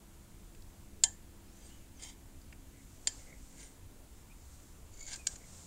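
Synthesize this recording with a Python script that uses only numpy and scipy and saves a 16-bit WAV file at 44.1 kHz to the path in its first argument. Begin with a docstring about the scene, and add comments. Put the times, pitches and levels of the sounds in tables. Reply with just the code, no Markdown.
"""A steel ring snapping into a fitting

Outdoors and close by, a steel ring is worked into a fitting on a pole. Stick-slip friction makes
it scrape and squeak under the fingers; three times it snaps home, and each impact excites the modes
of ring and fitting. Sleeves rustle, and the surroundings scatter a faint tail from the steel.
Behind it lie a low rumble of open air and the harmonic hum of a distant engine."""
import sys
import numpy as np
from scipy import signal
from scipy.io import wavfile

SR = 44100
rng = np.random.default_rng(int(sys.argv[2]) if len(sys.argv) > 2 else 0)


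def wav_out(sig):
    """Save sig, one row per channel (or a flat mono array), as 16-bit PCM at SR to the path in sys.argv[1]."""
    wavfile.write(sys.argv[1], SR, np.round(np.clip(np.atleast_2d(sig).T, -1, 1) * 32767).astype(np.int16))


N = 249782
TIME = np.arange(N) / SR

# modes of the ring, the lowest from the pole it bears on: frequency_hz, level_db, t60_s
RING_MODES = [(660, -39, .2), (775, -36, .17), (835, -38, .2), (930, -36, .17), (1734, -34, .24),
              (2080, -25, .05), (3158, -16, .08), (3562, -29, .085), (3960, -25, .05), (4595, -15, .03),
              (4865, -13, .03), (5203, -18, .048), (5330, -22, .024), (6345, -20, .05), (6608, -7, .04),
              (6722, -24, .17), (6935, -13, .035), (7120, -16, .045), (7296, -3, .032), (7310, -24, .2),
              (7418, -30, .24), (8020, -21, .022), (8260, -20, .04), (8895, -11, .05), (9325, -13, .025)]
# modes of the fitting: frequency_hz, level_db, t60_s
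FITTING_MODES = [(1610, -12, .03), (2257, -16, .037), (2775, -14, .025), (3100, -18, .045),
                 (3490, -15, .027), (4100, -10, .025), (4690, -9, .032), (5075, -12, .022),
                 (5750, -10, .075), (6180, -3, .02), (6530, -6, .036), (6990, 1, .03), (7300, -2, .024),
                 (7585, -7, .04), (8230, -8, .026), (8640, -14, .028), (9225, -15, .032)]

BAND_EDGES_HZ = np.r_[np.geomspace(10, 1500, 14), np.geomspace(1800, 17000, 18)]
BAND_HZ = np.sqrt(BAND_EDGES_HZ[:-1] * BAND_EDGES_HZ[1:])
BANDS = [signal.butter(2, edges, "band", fs=SR, output="sos")
         for edges in zip(BAND_EDGES_HZ, BAND_EDGES_HZ[1:])]


def from_db(db):
    """Amplitude grows tenfold for every 20 dB."""
    return 10 ** (np.asarray(db) / 20)


def rms_one(x):
    """Normalisation to unit mean power."""
    return x / np.sqrt(np.mean(x ** 2) + 1e-20)


def band_gains(spectrum):
    """Interpolation in log frequency gives a spectrum's gain at each band centre."""
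    hz, db = np.transpose(spectrum)
    return from_db(np.interp(np.log(BAND_HZ), np.log(hz), db))


def drift(rate_hz):
    """Random modulation: straight lines join Gaussian values drawn at the given rate."""
    knots = rng.standard_normal(4096)
    return np.interp(TIME * rate_hz, np.arange(len(knots)), knots)


def coloured(spectrum, flicker_db=0, steady_hz=1500):
    """Spectral shaping: noise bands sum to unit rms; any flicker is deepest in the lows."""
    white = rng.standard_normal((2, N))
    depth_db = flicker_db / (1 + BAND_HZ / steady_hz)
    bands = (gain * signal.sosfilt(BANDS[k], white[k % 2]) * from_db(depth_db[k] * drift(12))
             for k, gain in enumerate(band_gains(spectrum)))
    return rms_one(sum(bands))


def stroke(peak_s, db, rise_s, fall_s, drop_db=14.5, roundness=1.53):
    """Amplitude envelope of a hand stroke, drop_db down at one rise or fall time from its peak."""
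    distance = np.maximum((peak_s - TIME) / rise_s, (TIME - peak_s) / fall_s)
    return from_db(db - drop_db * np.minimum(distance, 10) ** roundness)


def strokes(rows):
    """Incoherent addition: the powers of the strokes sum."""
    return np.sqrt(sum(stroke(*row) ** 2 for row in rows))


def resonate(force, modes):
    """Modal superposition: each mode answers the force as a damped oscillator."""
    out = 0
    for k, (hz, db, t60_s) in enumerate(modes):
        radius = np.exp(-np.log(1000) / (t60_s * SR))
        angle = 2 * np.pi * hz / SR
        poles = [1, -2 * radius * np.cos(angle), radius * radius]
        out += (-1) ** k * from_db(db) * signal.lfilter([0, np.sin(angle)], poles, force + 1e-18)
    return out


def scrape(pushes, modes, slips_per_s, grit_db, tilt_db_per_octave, uneven_db=3, stick_db=-77):
    """Friction excitation: tiny uneven slips ring the modes and add a dry grit."""
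    # grit of sliding steel: frequency_hz, density_db
    grit_spectrum = [(400, -14), (800, -2), (1300, -34), (2150, 2.5), (2700, -13), (3500, 2.5), (4300, -14),
                     (6000, -7), (7200, -8), (9100, -4), (10300, -25), (15000, -24)]
    level = np.maximum(strokes(pushes) - from_db(stick_db), 0)  # too light a push sticks, silent
    grip = from_db(uneven_db * drift(220))
    slips = (rng.random(N) < slips_per_s / SR) * rng.choice([-1, 1], N) * grip
    # rubbing is softer than a blow, so it favours the low modes
    top_hz = modes[-1][0]
    softened = [(hz, db + tilt_db_per_octave * np.log2(top_hz / max(hz, 2000)), t60_s)
                for hz, db, t60_s in modes]
    grit = from_db(grit_db) * coloured(grit_spectrum) * grip
    return level * (rms_one(resonate(slips, softened)) + grit)


def open_air(level_db=-53.5):
    """Ambient noise: open air rumbles with a spectrum weighted to the flickering lows."""
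    # rumble of the air: frequency_hz, density_db
    spectrum = [(10, 2.5), (25, -1), (60, -3.5), (90, -6.5), (130, -14), (200, -15.5), (400, -23),
                (800, -27.5), (1500, -32), (3000, -34.5), (5500, -37), (7200, -32.5), (11000, -36),
                (15500, -39)]
    return from_db(level_db) * coloured(spectrum, flicker_db=2.5)


def distant_engine(fundamental_hz=67.56, waver=0.0031, swell_db=11.5, flutter_db=1):
    """Harmonic series: three orders of the far engine carry, each swelling in its own time."""
    # engine orders: order, peak_db, peak_s, half_length_s
    orders = [(3, -69.5, 1.3, 2.2), (4, -67.5, 2.7, 1.84), (5, -71, 1.05, 2.7)]
    cycles = np.cumsum(fundamental_hz * (1 + waver * drift(3.01))) / SR
    out = 0
    for order, peak_db, peak_s, half_length_s in orders:
        sunk_db = swell_db * (1 - np.exp(-((TIME - peak_s) / half_length_s) ** 2))
        level = from_db(peak_db - sunk_db + flutter_db * drift(5))
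        out += level * np.sqrt(2) * np.sin(2 * np.pi * round(order) * cycles)
    return out


def scattering(sound, wet_db=-24, t60_s=0.2, build_s=0.014):
    """Diffuse reflection: pole, deck and bodies return a short, faint tail."""
    # scattered sound: frequency_hz, density_db
    spectrum = [(250, -4), (750, 8), (1200, 2), (1750, 5), (2300, -5), (3200, -9), (4800, -12), (5700, -7),
                (6900, -1), (9000, -6), (11000, -22), (15000, -26)]
    t = TIME[:SR // 2]
    envelope = np.exp(-np.log(1000) * t / t60_s) * (1 - np.exp(-t / build_s))
    response = coloured(spectrum)[:len(t)] * envelope
    return from_db(wet_db) * signal.fftconvolve(sound, response / np.linalg.norm(response))[:N]


def sleeves(rest_db=-75.5):
    """Friction noise: brushing cloth hisses with each stroke and is never quite still."""
    # brushes of the sleeves: peak_s, level_db, rise_s, fall_s
    brushes = [(1.66, -65.5, .18, .2), (2.9, -67, .25, .4), (3.19, -58, 0.21, 0.16),
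               (3.42, -63.5, 0.11, .2), (3.62, -58.5, 0.12, .13), (4.2, -68, .15, 0.11),
               (4.56, -65.5, 0.3, 0.35), (5.16, -56.5, 0.24, 0.11), (5.315, -52.5, 0.065, 0.071),
               (5.58, -55.5, 0.24, 0.25)]
    # rustle of cloth: frequency_hz, density_db
    spectrum = [(500, 0.5), (1200, -6), (2300, -11), (4000, -6), (5500, -2), (7000, 5), (8300, 1.5),
                (10500, -23), (15000, -25)]
    level = np.hypot(strokes(brushes), from_db(rest_db))
    return level * from_db(drift(60)) * coloured(spectrum)


def grip_chafe():
    """Heavy damping: the grip's dense slips drive short-lived modes, soft and hollow."""
    # pushes of the grip: peak_s, level_db, rise_s, fall_s
    pushes = [(2.79, -64.5, .08, 0.073), (3.2, -63.5, .06, .08), (3.315, -59, 0.085, 0.084),
              (3.61, -63, 0.14, 0.13), (5.44, -62.5, 0.06, .06)]
    # hollow resonances: frequency_hz, level_db, t60_s
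    modes = [(545, -5, .02), (2010, -4.5, 0.019), (2240, -2.5, .014)]
    return scrape(pushes, modes, slips_per_s=3300, grit_db=-23, tilt_db_per_octave=6)


def ring_drag():
    """Sliding friction excites the ring's modes as it is dragged through the fitting."""
    # drags of the ring: peak_s, level_db, rise_s, fall_s
    pushes = [(1.68, -66, 0.31, 0.28), (2.04, -51, 0.049, 0.095), (2.105, -60, .025, .03)]
    return scrape(pushes, RING_MODES, slips_per_s=1200, grit_db=-1.5, tilt_db_per_octave=4)


def fitting_rub():
    """Sliding friction excites the fitting's modes as the ring turns against it."""
    # turns of the ring: peak_s, level_db, rise_s, fall_s
    pushes = [(3.61, -57, 0.062, .1), (5.088, -48, .018, .022), (5.135, -43.5, 0.042, 0.026)]
    return scrape(pushes, FITTING_MODES, slips_per_s=1300, grit_db=-7.5, tilt_db_per_octave=4.5)


def ring_squeal():
    """Resonance: the slipping ring sings in a few modes."""
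    # push on the ring: peak_s, level_db, rise_s, fall_s
    pushes = [(5.07, -48.5, 0.12, 0.074)]
    # singing resonances: frequency_hz, level_db, t60_s
    modes = [(2210, -15.5, 0.054), (4600, -6, 0.012), (6370, -5, 0.018), (6970, -1, 0.025),
             (7350, -7, 0.02)]
    return scrape(pushes, modes, slips_per_s=630, grit_db=-16, tilt_db_per_octave=1)


def squeaks(waver_hz=95, flutter_db=4, sag_octaves_per_s2=15):
    """Stick-slip oscillation sings a thin, raspy tone whose pitch arches with the stroke."""
    # slips of steel: peak_s, level_db, rise_s, fall_s, pitch_hz, glide_octaves_per_s
    slips = [(1.6, -71, .15, .09, 6150, 0.5), (1.665, -63.5, 0.041, 0.032, 8470, 0),
             (1.675, -74, 0.045, .045, 6900, -3), (1.665, -70, 0.054, .05, 4730, -2),
             (1.72, -73, .06, 0.16, 2980, 0.5), (1.985, -63.5, .03, 0.046, 5950, -7),
             (2.07, -65, 0.087, 0.038, 5585, 1), (3.63, -62.5, .08, 0.1, 9130, -0.5),
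             (4.31, -59.5, 0.011, 0.018, 2380, 4.5), (5.2, -65.5, .04, 0.1, 2490, -1)]
    wavering_hz = waver_hz * drift(700)
    out = np.zeros(N)
    for peak_s, db, rise_s, fall_s, pitch_hz, glide in slips:
        t = TIME - peak_s
        hz = pitch_hz * 2 ** (glide * t - sag_octaves_per_s2 * t ** 2)
        phase = 2 * np.pi * np.cumsum(hz + wavering_hz) / SR
        out += stroke(peak_s, db, rise_s, fall_s) * np.sqrt(2) * np.sin(phase)
    return out * from_db(flutter_db * drift(120))


def rattle(count, size, rate_hz=60):
    """Narrowband modulation: complex noise of unit spread wobbles each mode's level and phase."""
    white = rng.standard_normal((count, size + SR // 10, 2)) @ [1, 1j]
    slow = signal.lfilter(*signal.butter(2, rate_hz, fs=SR), white)[:, -size:]
    return slow / np.std(slow)


def ringing(modes, driven_s, rise_s=0.00078, loose_s=0.053):
    """Forced, then free vibration: chatter sustains the modes, which fade unevenly as parts settle."""
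    t = TIME[:SR // 3]
    hz, db, t60_s = np.transpose(modes)[:, :, None]
    attack = (1 - np.exp(-t / rise_s)) ** 2
    level = from_db(db - 60 * np.maximum(t - driven_s, 0) / t60_s)
    pure = np.exp(-(t / loose_s) ** 2)
    wobble = pure + np.sqrt(1 - pure ** 2) * rattle(len(modes), len(t))
    phase = 2 * np.pi * (hz * t + rng.random(hz.shape))
    tones = np.imag(wobble * np.exp(1j * phase))
    return attack * np.sum(level * tones, axis=0)


def crack(contact_s, lows_db, mids_db, fade_s=0.0029, linger_db=-29, linger_s=0.048, size=6144):
    """Modal overlap: chattering steel's dense, hand-damped modes merge in a burst with a faint tail."""
    # crack of a contact: frequency_hz, density_db
    spectrum = [(300, -31), (750, -24), (1300, -26), (2000, -18.5), (2700, -16.5), (3700, -9), (4800, 0.5),
                (5800, -16), (7000, 8), (9000, -5), (10500, -43), (14500, -24)]
    t = np.arange(size) / SR
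    chatter = np.exp(-np.maximum(t - contact_s, 0) / fade_s)
    envelope = chatter + from_db(linger_db) * np.exp(-t / linger_s)
    gains = band_gains(spectrum) * np.sqrt(np.diff(BAND_EDGES_HZ))  # power grows with bandwidth
    colour = from_db(np.interp(BAND_HZ, [2510, 3560, 4940, 5950], [lows_db, mids_db, mids_db, 0]))
    weights = colour * gains / np.linalg.norm(gains)
    bands = [rms_one(signal.sosfilt(sos, envelope * rng.standard_normal(size))) for sos in BANDS]
    return weights @ np.array(bands) * np.sqrt(np.mean(envelope ** 2))


def clicks(crack_db=-3, modes_db=-3, driven_share=0.96):
    """Impact excitation: each contact cracks and sets ring and fitting vibrating."""
    # steel on steel, three loud snaps among light ticks, levels relative:
    # start_s, level_db, contact_s, lows_db, mids_db, ring_db, fitting_db
    contacts = [(0.548, -61, 0.0025, 25.5, 4, -15, -3), (0.621, -62, .002, 6, 14, -15, -11),
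                (1.0355, -18, 0.0042, 6, 1.5, 6.5, -10), (2.023, -44.5, 0.0033, -5, -3, -4, -14),
                (2.034, -43.5, .0031, 6, 3, 2, -17), (2.414, -61.5, .0017, 2, 10, -15, -12),
                (2.525, -61, 0.0038, 35.5, 8, -7, -12), (3.0715, -24.5, 0.0013, 14.5, 8.5, 4, -5),
                (5.132, -43.5, .010, 11, 9.5, -20, -7), (5.158, -39.5, 0.003, 11, -4, -15, -10),
                (5.2685, -23, 0.0019, -4, 0, -8, -1), (5.356, -52.5, 0.0057, 19, 1, -15, 1.5)]
    out = np.zeros(N + SR)
    for start_s, db, contact_s, lows_db, mids_db, ring_db, fitting_db in contacts:
        start = round(start_s * SR)
        burst = crack(contact_s, lows_db, mids_db)
        out[start:start + len(burst)] += from_db(db + crack_db) * burst
        driven_s = driven_share * contact_s
        ring = from_db(ring_db) * ringing(RING_MODES, driven_s)
        fitting = from_db(fitting_db) * ringing(FITTING_MODES, driven_s)
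        out[start:start + len(ring)] += from_db(db + modes_db) * (ring + fitting)
    return out[:N]


def scene():
    """Superposition: steel, grip and sleeves close by, air and engine far off, in one channel."""
    steel = clicks() + squeaks() + ring_drag() + fitting_rub() + ring_squeal()
    return (steel + grip_chafe() + sleeves() + open_air() + scattering(steel) + distant_engine())[None]


def record(dry, cutoff_hz=15720):
    """Band limiting: an elliptic low-pass cuts the top steeply."""
    return signal.sosfilt(signal.ellip(12, .1, 80, cutoff_hz, fs=SR, output="sos"), dry)


dry = scene()
out = record(dry)
wav_out(out)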